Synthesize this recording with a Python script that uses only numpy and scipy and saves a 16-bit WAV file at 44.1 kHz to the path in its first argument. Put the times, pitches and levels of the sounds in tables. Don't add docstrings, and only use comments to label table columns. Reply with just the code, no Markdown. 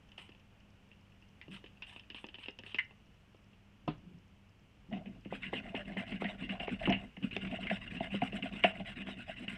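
import sys
import numpy as np
from scipy import signal
from scipy.fft import rfft, irfft, next_fast_len
from scipy.io import wavfile
from scipy.ndimage import uniform_filter1d, map_coordinates

SR = 44100
rng = np.random.default_rng(int(sys.argv[2]) if len(sys.argv) > 2 else 0)


def level_to_linear(level):
    exponent = np.asarray(level, float) / 20
    return 10 ** exponent


def to_wav(sig):
    pcm = np.clip(np.atleast_2d(sig), -1, 1) * 32767
    pcm = np.round(pcm).astype(np.int16)
    wavfile.write(sys.argv[1], SR, pcm.T)


N = 422037

# start_s, speed_db, board_flex_db, bench_load_db
PLACING = [
    (4.906, -49.0, -44.0, -36.5),
    (5.04, -68.5, -59.5, -46.5),
]
# turn_s, speed_db, board_flex_db, bench_load_db
FIRST_BOUT = [(5.294, -45.0, -65.0, -43.5), (5.401, -43.5, -48.5, -48.0), (5.516, -41.5, -46.0, -39.5),
              (5.624, -50.0, -51.0, -44.5), (5.737, -46.0, -44.0, -49.5), (5.845, -48.5, -49.0, -44.0),
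              (5.96, -41.5, -42.0, -40.5), (6.05, -46.0, -47.0, -48.5), (6.196, -43.0, -63.5, -40.5),
              (6.255, -45.0, -45.5, -45.5), (6.375, -45.5, -59.0, -42.5), (6.48, -44.0, -43.5, -39.0),
              (6.587, -45.5, -42.0, -49.0), (6.68, -44.0, -58.5, -39.0), (6.78, -41.0, -40.5, -41.5),
              (6.938, -54.0, -44.0, -46.5)]
# frequency_hz, level_db (per Hz)
SCRATCH = [(600, -79), (900, -19.5), (1100, -10), (1300, -12), (1650, -4.5), (2050, -3.5), (2300, -6.5),
           (2750, 3), (3200, -9), (3800, -14.5), (4400, -28.5), (4900, -26.5), (5600, -31), (6700, -41.5)]
# frequency_hz, width_hz, level_db
PLATE = [(2092, 64, -1.5), (2713, 110, 5), (2966, 30, -1.5), (1763, 75, 6), (1432, 20, 3.5)]
# frequency_hz, level_db (per Hz)
WOOD = [(65, -41), (110, -13), (150, -12.5), (194, 5.5), (226, -6), (258, -2), (290, -14), (352, -15),
        (404, -19.5), (520, -27.5), (680, -39), (1140, -120)]
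# frequency_hz, level_db (per Hz)
PLASTIC = [(500, -69), (900, -10), (1400, -19.5), (1750, -5.5), (2250, -13), (2650, -1), (3100, -6.5),
           (3600, -13), (4300, -25), (5200, -23.5), (6500, -73), (8500, -49), (11000, -99)]


def unit(x):
    return x / np.sqrt(np.mean(x ** 2) + 1e-20)


def colour(points):
    f, db = np.transpose(points)
    grid = np.fft.rfftfreq(2 ** 14, 1 / SR)
    gain = level_to_linear(np.interp(np.log(grid + 1), np.log(f + 1), db))
    cep = irfft(np.log(np.maximum(gain, 1e-5)))
    cep[1:len(cep) // 2] *= 2
    cep[len(cep) // 2 + 1:] = 0
    kernel = irfft(np.exp(rfft(cep)))
    return lambda hz: rfft(kernel, 2 * len(hz) - 2)


def modes(table):
    def response(f):
        total = 0
        for k, (centre, width, db) in enumerate(table):
            damping = 1j * f * width
            total = total + (-1) ** k * level_to_linear(db) * damping / (centre * centre - f * f + damping)
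        return total
    return response


def lifted(table):
    return lambda hz: 1 + modes(table)(hz)


def favoured(centre_hz, width_hz, lift_db):
    return lifted([(centre_hz[:, None], width_hz, lift_db)])


def filtered(x, *responses):
    n = x.shape[-1]
    m = 2 * next_fast_len(n // 2 + 1536)
    spectrum = rfft(x, m)
    for response in responses:
        spectrum = spectrum * response(np.fft.rfftfreq(m, 1 / SR))
    return irfft(spectrum, m)[..., :n]


def wobble(rate):
    knots = rng.standard_normal(int(N * rate / SR) + 4)
    return map_coordinates(knots, [np.arange(N) * rate / SR])


def grit(per_second, spread_db):
    there = rng.random(N) < per_second / SR
    return there * level_to_linear(spread_db * rng.exponential(size=N)) * rng.standard_normal(N)


def patchy(x, depth_db):
    z = signal.stft(x, nperseg=512)[2]
    field = uniform_filter1d(rng.standard_normal(z.shape), size=4, axis=0)
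    field = uniform_filter1d(field, size=6, axis=1)
    return signal.istft(z * level_to_linear(depth_db * unit(field)), nperseg=512)[1][:N]


def strikes(times, peak_db, t60, spike, rise, *responses):
    t = np.arange(SR // 6) / SR
    rattle = level_to_linear(-60 * t / np.clip(t60, .01, .4)[:, None])
    shape = (1 - np.exp(-t / rise)) * (rattle + spike * level_to_linear(-60 * t / 0.0061))
    rings = filtered(shape * rng.standard_normal(shape.shape), *responses)
    rings *= (level_to_linear(peak_db) / np.abs(rings).max(axis=1))[:, None]
    at = np.round(times * SR).astype(int)[:, None] + np.arange(len(t))
    return np.bincount(at.ravel(), rings.ravel(), N + SR)[:N]


def brush():
    # turn_s, speed_db, board_flex_db, bench_load_db
    second_bout = [(7.205, -46.0, -58.0, -36.0), (7.303, -43.5, -62.5, -47.0), (7.398, -42.5, -54.5, -39.5),
                   (7.494, -42.5, -44.5, -39.5), (7.59, -41.5, -50.5, -34.5), (7.687, -39.0, -39.0, -40.5),
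                   (7.797, -46.0, -54.5, -51.0), (7.892, -43.0, -54.0, -39.5), (8.005, -42.5, -41.5, -46.5),
                   (8.097, -42.0, -59.5, -43.5), (8.203, -39.5, -55.0, -55.5), (8.314, -41.5, -44.5, -37.5),
                   (8.415, -41.5, -48.0, -46.5), (8.508, -42.0, -50.5, -40.0), (8.618, -36.5, -51.5, -45),
                   (8.732, -50.5, -53.0, -48.0), (8.843, -40.0, -47.0, -48.0), (8.95, -45.5, -54.0, -39.0),
                   (9.048, -41.0, -45.0, -42.0), (9.156, -46.5, -55.0, -48.0), (9.258, -43.5, -54.5, -50.5),
                   (9.354, -46.0, -57.0, -45.5), (9.47, -40.0, -47.5, -44.0)]
    # frequency_hz, level_db (per Hz)
    hiss_colour = [(4500, -71), (6300, -14), (7000, -8), (7600, 1.5), (8600, 1), (9600, -7), (10400, -10),
                   (11200, -13), (13000, -26), (15000, -20)]
    # frequency_hz, width_hz, level_db
    bending = [(663, 88, 6.5), (797, 60, -4.5), (637, 60, -9), (1090, 160, -13)]
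    speed_up_share, speed_up_most_s = .42, .062
    hiss_under_scratch_db, drying_db_per_s = -28.5, .8

    turn, scratch_db, board_db, bench_db = np.transpose(PLACING + FIRST_BOUT + second_bout)
    stroke_s = np.diff(turn, append=N / SR)
    fastest = turn + np.minimum(speed_up_share * stroke_s, speed_up_most_s)
    flicking = fastest >= FIRST_BOUT[0][0]
    drying_db = drying_db_per_s * (fastest - fastest.mean())
    hiss_db = np.where(flicking, scratch_db + hiss_under_scratch_db + drying_db, -99)

    start = np.maximum(turn, fastest - .075)
    end = np.minimum(np.append(turn[1:], N / SR + .01), fastest + 0.11)
    t, count = np.arange(N) / SR, np.arange(len(turn))
    moments = np.ravel([start, fastest, end - 1e-4], "F")
    travel = np.interp(t, moments, np.ravel([count, count + .5, count + 1], "F"))
    speed = uniform_filter1d(np.abs(np.sin(np.pi * travel)), size=300)
    pressed = np.interp(t, fastest, np.gradient(turn) < .125, 0)

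    def level(db, drag, power):
        return level_to_linear(np.interp(t, fastest, db)) * (drag * pressed + np.abs(speed) ** power)

    shared = wobble(70)
    flicks = patchy(level_to_linear(1.25 * shared) * grit(3000, spread_db=2.0), depth_db=4.2)
    scratch = unit(filtered(flicks, colour(SCRATCH + [(8500, -89.5)]), lifted(PLATE)))
    fine_flicks = level_to_linear(2.6 * shared + 1.5 * wobble(200)) * grit(9000, spread_db=2.2)
    hiss = unit(filtered(fine_flicks, colour(hiss_colour)))
    pushes = patchy(level_to_linear(3.5 * wobble(40)) * grit(1500, spread_db=2.0), depth_db=3.5)
    board = unit(filtered(pushes, modes(bending), modes([(700, 800, 0)])))
    load = level_to_linear(3.0 * wobble(25)) * grit(3000, spread_db=2.0)
    wood = unit(filtered(load, colour(WOOD)))

    out = level(scratch_db - 6.5, drag=0.2, power=1.2) * scratch
    out += level(hiss_db - 3.5, drag=0.048, power=1.36) * hiss
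    out += level(board_db - 7, drag=0.16, power=0.65) * board
    return out + level(bench_db - 3.5, drag=0.24, power=0.85) * wood


def tufts():
    # start_s, peak_db, ring_hz
    catches = [(5.3053, -47, 2030), (5.3358, -39, 2510), (5.4614, -35, 2900), (5.5744, -34, 2880),
               (5.6336, -46, 2060), (5.6625, -44, 2060), (5.687, -40, 2780), (5.7603, -31, 3000),
               (5.8501, -43, 2740), (5.888, -42, 1780), (5.9933, -32, 2040), (6.0716, -45, 3080),
               (6.0921, -42, 2770), (6.1554, -41, 2790), (6.2168, -37, 2080), (6.2846, -31, 2150),
               (6.4038, -42, 2820), (6.4248, -39, 2070), (6.4444, -36, 2850), (6.6268, -34, 2850),
               (6.6722, -33, 2150), (6.793, -38, 2650), (6.8254, -33, 2040),
               (7.0888, -55, 2780), (7.1057, -58, 2290), (7.1222, -55, 2740), (7.1392, -56, 2820),
                      (7.2255, -37, 2760), (7.2335, -33, 2850), (7.3093, -35, 2550), (7.3272, -33, 2670),
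                      (7.4155, -37, 2880), (7.447, -35, 2400), (7.4694, -37, 2450), (7.5108, -34, 2540),
                      (7.5388, -37, 2660), (7.5627, -37, 2870), (7.6036, -40, 2790), (7.6321, -32, 2900),
                      (7.7538, -39, 2750), (7.8111, -40, 2890), (7.8735, -35, 2850), (7.9099, -37, 2430),
                      (7.9453, -38, 2590), (7.9668, -35, 2800), (8.0361, -35, 2990), (8.104, -41, 2670),
                      (8.1229, -39, 2550), (8.3225, -36, 2790), (8.3629, -37, 2870), (8.522, -38, 2500),
                      (8.5624, -36, 2640), (8.5904, -37, 2760), (8.6944, -38, 3010), (8.7695, -40, 2670),
                      (8.7959, -39, 2990), (8.8867, -36, 2850), (8.9989, -41, 2860), (9.0204, -38, 2840),
                      (9.1681, -44, 2780), (9.2184, -40, 2820), (9.2878, -37, 2880), (9.3761, -43, 3000)]
    s, db, hz = np.transpose(catches)
    t60, rise_s = np.full(len(s), .055), .003
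    ring = favoured(hz, width_hz=300, lift_db=12)
    return strikes(s, db - 4, t60, .6, rise_s, colour(SCRATCH + [(8500, -89.5)]), ring)


def knocks():
    # start_s, peak_db
    small_parts = [(4.927, -40.5), (5.058, -47), (5.2488, -46), (5.7493, -33), (6.12, -34.5), (6.4926, -32),
                   (6.5974, -33), (6.691, -36.5), (6.8547, -25), (6.8936, -29), (6.9223, -21.5),
                   (7.167, -42), (8.001, -37), (8.217, -30.5), (8.4245, -30), (8.6375, -14), (9.0696, -37),
                   (9.4802, -29)]
    # start_s, peak_db
    large_parts = [
        (2.785, -20.5),
        (5.4316, -32),
        (5.534, -31.5),
        (5.9696, -30),
        (6.2421, -29.5),
        (7.6693, -28.5),
        (7.6989, -25.5),
        (8.8568, -40.5),
    ]
    # frequency_hz, level_db (per Hz)
    crack_colour = [(500, -71), (950, -9.5), (1300, -15), (1800, 1), (2200, 0.5), (2800, 2.5), (3300, -7.5),
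                    (3900, -21), (4500, -27), (5200, -36), (6500, -63), (8000, -45), (11000, -74)]
    # start_s, peak_db
    glance_at = (7.365, -21)
    # frequency_hz, level_db (per Hz)
    snap_colour = [(300, -30), (600, -6), (1200, -16), (2000, -3), (2700, 0), (3500, -11), (4300, -27),
                   (5500, -28), (7500, -50), (11000, -75)]
    rattle_t60 = [.13, .075]

    s, db = np.transpose(small_parts + large_parts)
    in_first_bout = (s > PLACING[0][0]) & (s < FIRST_BOUT[-1][0])
    t60 = np.where(in_first_bout, *rattle_t60)
    hz = np.repeat([2760, 2000], [len(small_parts), len(large_parts)])
    spot = favoured(hz, width_hz=300, lift_db=3.5)
    cracks = strikes(s, db, t60, 3.2, 0.0004, colour(crack_colour), lifted(PLATE), spot)
    s, db = glance_at
    return cracks + strikes(np.array([s]), db, np.array([.02]), 3, .0004, colour(snap_colour))


def slaps():
    # start_s, peak_db, bench_thud_db (re peak)
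    edge_slaps = [(4.884, -60, 17), (5.059, -47, 3), (5.257, -40, 3), (5.324, -27, -10),
                  (5.530, -27.5, -10), (5.7445, -28, -8), (5.967, -35, -9), (6.123, -40, 5.5),
                  (6.22, -27.5, -16), (6.495, -45, 11), (6.68, -26, -14), (7.17, -45, 2), (7.24, -52, 22),
                  (7.365, -28.5, -8), (8.142, -33.5, 2.5), (8.329, -38, -9), (8.436, -39.5, 2),
                  (9.087, -35, -14), (9.478, -46, 9)]
    # start_s, peak_db, bench_thud_db (re peak)
    flat_slaps = [
        (4.934, -35, -3),
        (6.246, -32, 2),
        (6.538, -36, -10),
        (7.711, -24, -6),
        (6.602, -34.5, -5),
        (7.587, -35.5, -13),
        (8.005, -25, -3.5),
        (8.22, -20.5, -4),
        (8.641, -12, -15),
        (8.8, -33.5, -1.5),
    ]
    # start_s, peak_db, bench_thud_db (re peak)
    shoves = [
        (6.874, -25, 2),
        (6.9, -23.5, -7.5),
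    ]
    # frequency_hz, level_db (per Hz)
    edge_colour = [(120, -30), (250, -4), (340, 0), (500, -5), (700, -8), (1100, -17), (1600, -32),
                   (3000, -70)]
    # frequency_hz, width_hz, level_db
    slap_modes = [(691.5, 89, 3), (333, 73, -3), (726, 60, -1.5), (1134, 200, -18.5)]
    shove_t60_s = .17

    s, db, thud_db = np.transpose(edge_slaps + shoves[:1])
    t60 = np.repeat([.065, shove_t60_s], [len(edge_slaps), 1])
    out = strikes(s, db, t60, 9, .0008, colour(edge_colour))
    out += strikes(s, db + thud_db, t60, 3, 0.0021, colour(WOOD))

    s, db, thud_db = np.transpose(flat_slaps + shoves[1:])
    t60 = np.repeat([.05, shove_t60_s], [len(flat_slaps), 1])
    flat_ring = lifted([(690, 133, 11.5)])
    out += strikes(s, db - 3.5, t60, 4.7, 0.00078, modes(slap_modes), modes([(634, 1600, 0)]), flat_ring)
    return out + strikes(s, db + thud_db, t60, 3, 0.0021, colour(WOOD))


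def pump_clicks():
    # start_s, peak_db, thud_db (re peak)
    head_clicks = [(.1175, -48.5, -22), (.1796, -40.5, -10.5), (.2908, -50, -2.5), (.3484, -50.5, -14),
                   (.9145, -48, -19), (1.2234, -52, -20), (1.4805, -50.5, 1), (1.6405, -45.5, -2.5),
                   (1.6611, -43.5, -25), (1.8214, -35.5, -21), (1.9617, -41, -6.5), (1.995, -42, -25),
                   (2.1012, -35.5, -18.5), (2.1455, -37, -12), (2.2418, -36.5, -3.5), (2.2663, -50, -6),
                   (2.2865, -42.5, -13), (2.3425, -36.5, -19), (2.3843, -44, -7), (2.4583, -38, -18),
                   (2.4832, -30, -10), (2.588, -37.5, -13.5), (2.6632, -39, -20), (2.7446, -27.5, -12),
                   (2.908, -51, -4), (3.345, -60, 6), (3.5314, -55.5, -7), (3.8782, -39, 8.5)]
    # start_s, peak_db, thud_db (re peak)
    wall_clicks = [
        (1.4138, -38, -32),
        (2.6352, -40.5, -13.5),
    ]
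    # frequency_hz, level_db (per Hz)
    thud_colour = [(71, -45), (120, -15), (225, -1), (363, 0), (641, -10), (926, -12), (1300, -21.5),
                   (1690, -42.5), (2860, -120)]
    s, db, thud_db = np.transpose(head_clicks + wall_clicks)
    hz = np.repeat([2860, 1950], [len(head_clicks), len(wall_clicks)])
    hz = hz * (1 + .05 * rng.standard_normal(len(s)))
    t60 = .06 - .0013 * thud_db
    out = strikes(s, db, t60, 4.7, 0.00054, colour(PLASTIC), favoured(hz, width_hz=370, lift_db=6.5))
    return out + strikes(s, db + thud_db + 3.0, 0.84 * t60, 5.1, 0.00061, colour(thud_colour))


def mist():
    # start_s, length_s, softness (of the push, 0-1), rush_db, fizz_db
    puffs = [
        (0.177, .12, 0.27, -54, -72),
        (1.504, .1, .8, -52.5, -73.5),
        (1.864, 0.15, 0.43, -55.5, -76.5),
        (2.149, 0.11, 0.4, -55.5, -78),
        (2.377, 0.12, 0.73, -58.5, -81),
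        (2.644, 0.11, 0.6, -55.5, -81),
    ]
    # frequency_hz, level_db (per Hz)
    rush_colour = [(250, -70), (450, -39), (700, -14), (1300, -11.5), (1600, -15), (2000, -10.5),
                   (2300, -9), (2900, -1), (3500, -11), (4200, -23.5), (5200, -29), (6000, -32),
                   (6900, -37)]
    fizz_colour = [(5000, -77), (6600, -13), (7200, 0), (8000, 9), (9000, 9), (10000, -1), (10700, -3),
                   (12500, -11), (15000, -18)]
    # frequency_hz, width_hz, level_db
    nozzle = [(3053, 48, 1), (2530, 77, 2.5)]
    t, out = np.arange(N) / SR, np.zeros(N)
    spurts = patchy(grit(6000, spread_db=1.5), depth_db=3.5)
    rush = unit(filtered(spurts, colour(rush_colour + [(8500, -91)]), lifted(nozzle)))
    droplets = level_to_linear(2.5 * wobble(130)) * grit(9000, spread_db=2.4)
    fizz = unit(filtered(droplets, colour(fizz_colour)))
    for start, length, softness, rush_db, fizz_db in puffs:
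        during = (t > start) & (t < start + length)
        u = (t[during] - start) / length
        flow = np.sin(np.pi * u ** softness).clip(0) ** 1.06
        out[during] += flow * (level_to_linear(rush_db) * rush[during] + level_to_linear(fizz_db) * fizz[during])
    return out


def crackle():
    # start_s, peak_db, ring_hz
    bursts = [(0.0882, -57, 2810), (0.188, -43, 2830), (0.3177, -50, 2780), (0.3974, -59, 2870),
              (0.6025, -61, 2980), (0.9294, -57, 2870), (1.1204, -56, 2720), (1.513, -48, 2610),
              (1.5259, -45, 2930), (1.5449, -43, 2970), (1.5623, -43, 2670), (1.7714, -55, 2750),
              (1.8677, -48, 2610), (1.8926, -46, 2480), (1.927, -47, 2980), (2.0344, -54, 2680),
              (2.167, -43, 2880), (2.1824, -43, 2850), (2.3524, -40, 3000), (2.4344, -40, 2660),
              (2.6963, -44, 3110), (2.7152, -45, 2670)]
    s, db, hz = np.transpose(bursts)
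    ring = favoured(hz, width_hz=400, lift_db=4)
    return strikes(s, db - 1.5, np.full(len(s), .04), 1.5, .0012, colour(PLASTIC), ring)


def set_down():
    # start_s, level_db
    landing = (3.877, -28.5)
    # frequency_hz, level_db, t60_s
    landing_modes = [(157.4, -0.5, 0.19), (239, 2.5, 0.094), (306, 0, 0.11), (402, -12, 0.12),
                     (724, -9, 0.092), (1030, -6, 0.057), (1234, -10, 0.066)]
    s, db = landing
    t = np.arange(SR // 2) / SR
    ring = sum(level_to_linear(level - 60 * t / t60) * np.sin(2 * np.pi * hz * t) for hz, level, t60 in landing_modes)
    swell = 1 - np.exp(-t / 0.0045)
    ring = np.pad(level_to_linear(db) * swell * ring, (round(s * SR), N))[:N]
    rattle = colour([(200, -5.5), (1200, -8.5), (3400, -10), (4500, -24), (8000, -62)])
    return ring + strikes(np.array([s]), db - 8, np.array([.17]), 1.5, 0.0023, rattle)


def bench():
    # time_s, hum_db
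    leaning = [
        [(1.475, -80), (1.49, -49.5), (1.55, -55.5), (1.62, -83)],
        [(3.95, -63), (4.02, -63), (4.07, -51.5), (4.12, -58.5), (4.16, -56), (4.25, -74), (4.33, -78)],
    ]
    # time_s, level_db
    rocking = [
        [(3.86, -66), (3.88, -55), (4.1, -72)],
        [(4.8, -69), (4.97, -61.5), (6.79, -56.5), (6.91, -42.5), (7.16, -71), (7.35, -53), (9.57, -62.5)],
    ]
    # frequency_hz, level_db (per Hz)
    shudder_colour = [(12, -28), (20, -15), (43, 1), (76, -9.5), (130, -3.5), (170, -37.5), (290, -120)]
    t = np.arange(N) / SR

    def envelope(tables):
        return sum(level_to_linear(np.interp(t, *np.transpose(rows), -120, -120)) for rows in tables)

    top = modes([(147, 44, 3.5), (189, 55, -1.5), (362, 120, -2)])
    wood = unit(filtered(rng.standard_normal(N), top, colour(WOOD)))
    shudder = unit(filtered(rng.standard_normal(N), colour(shudder_colour)))
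    return level_to_linear(1.5) * envelope(leaning) * wood + envelope(rocking) * shudder


def walls(x):
    t = np.arange(SR // 4) / SR
    tail = rng.standard_normal(len(t)) * level_to_linear(-60 * t / 0.25) * (t > .006)
    return level_to_linear(-13.5) * signal.fftconvolve(x, tail / np.linalg.norm(tail))[:N]


def room():
    # frequency_hz, level_db (per Hz)
    air_colour = [(25, -8.5), (45, -0.5), (90, -1.5), (200, -5.5), (340, -14.5), (600, -17.5),
                  (1200, -21.5), (2000, -23), (2900, -17.5), (3700, -32), (4400, -34.5), (5500, -34.5),
                  (8000, -41), (14500, -49.5)]
    # frequency_hz, level_db (rms)
    mains = [(100, -70.5), (200, -71)]
    # start_s, peak_db
    ticks = [(.118, -64), (.18, -60), (.8889, -71), (1.287, -68), (1.8218, -55.5), (1.996, -59),
             (2.1006, -55), (2.266, -54), (2.5067, -57), (2.589, -50), (2.7636, -60), (2.785, -52),
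             (2.845, -66), (2.851, -66), (3.1433, -70), (3.4431, -68), (3.8756, -57), (4.279, -70),
             (5.0948, -70), (6.901, -45.5)]
    beacon_slots = [0, 2, 3, 5, 6, 9, 11, 18, 21, 29, 32, 38, 40, 43, 44, 47, 50]
    beacon_first_s, beacon_period_s, beacon_db = .0897, .1024, -68

    t = np.arange(N) / SR
    out = level_to_linear(-63.5 + 0.69 * wobble(2.2)) * unit(filtered(rng.standard_normal(N), colour(air_colour)))
    for hz, db in mains:
        strength = np.sqrt(2) * level_to_linear(db + 1.5 * wobble(15))
        out += strength * np.sin(2 * np.pi * hz * t + 1.9 * wobble(4))
    beacon = [(beacon_first_s + beacon_period_s * k, beacon_db) for k in beacon_slots]
    s, db = np.transpose(ticks + beacon)
    narrow = modes([(5320, 900, 0)])
    return out + strikes(s, db, np.full(len(s), 0.01), 1.5, .0005, narrow, narrow)


def scene():
    sharp = tufts() + knocks() + slaps() + pump_clicks() + mist() + crackle() + set_down()
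    return (brush() + sharp + bench() + walls(sharp) + room())[None]


def low_pass(x):
    return signal.sosfilt(signal.butter(12, 15100, fs=SR, output="sos"), x)


def record(dry):
    port = filtered(dry, lambda hz: 1 - 0.36 * modes([(10500, 700, 0)])(hz))
    squeezed = port / np.sqrt(np.sqrt(1 + (port / .24) ** 4))
    mix = port + filtered(squeezed - port, lambda hz: 1 / (1 + (hz / 4200) ** 8))
    return low_pass(mix)


dry = scene()
out = record(dry)
to_wav(out)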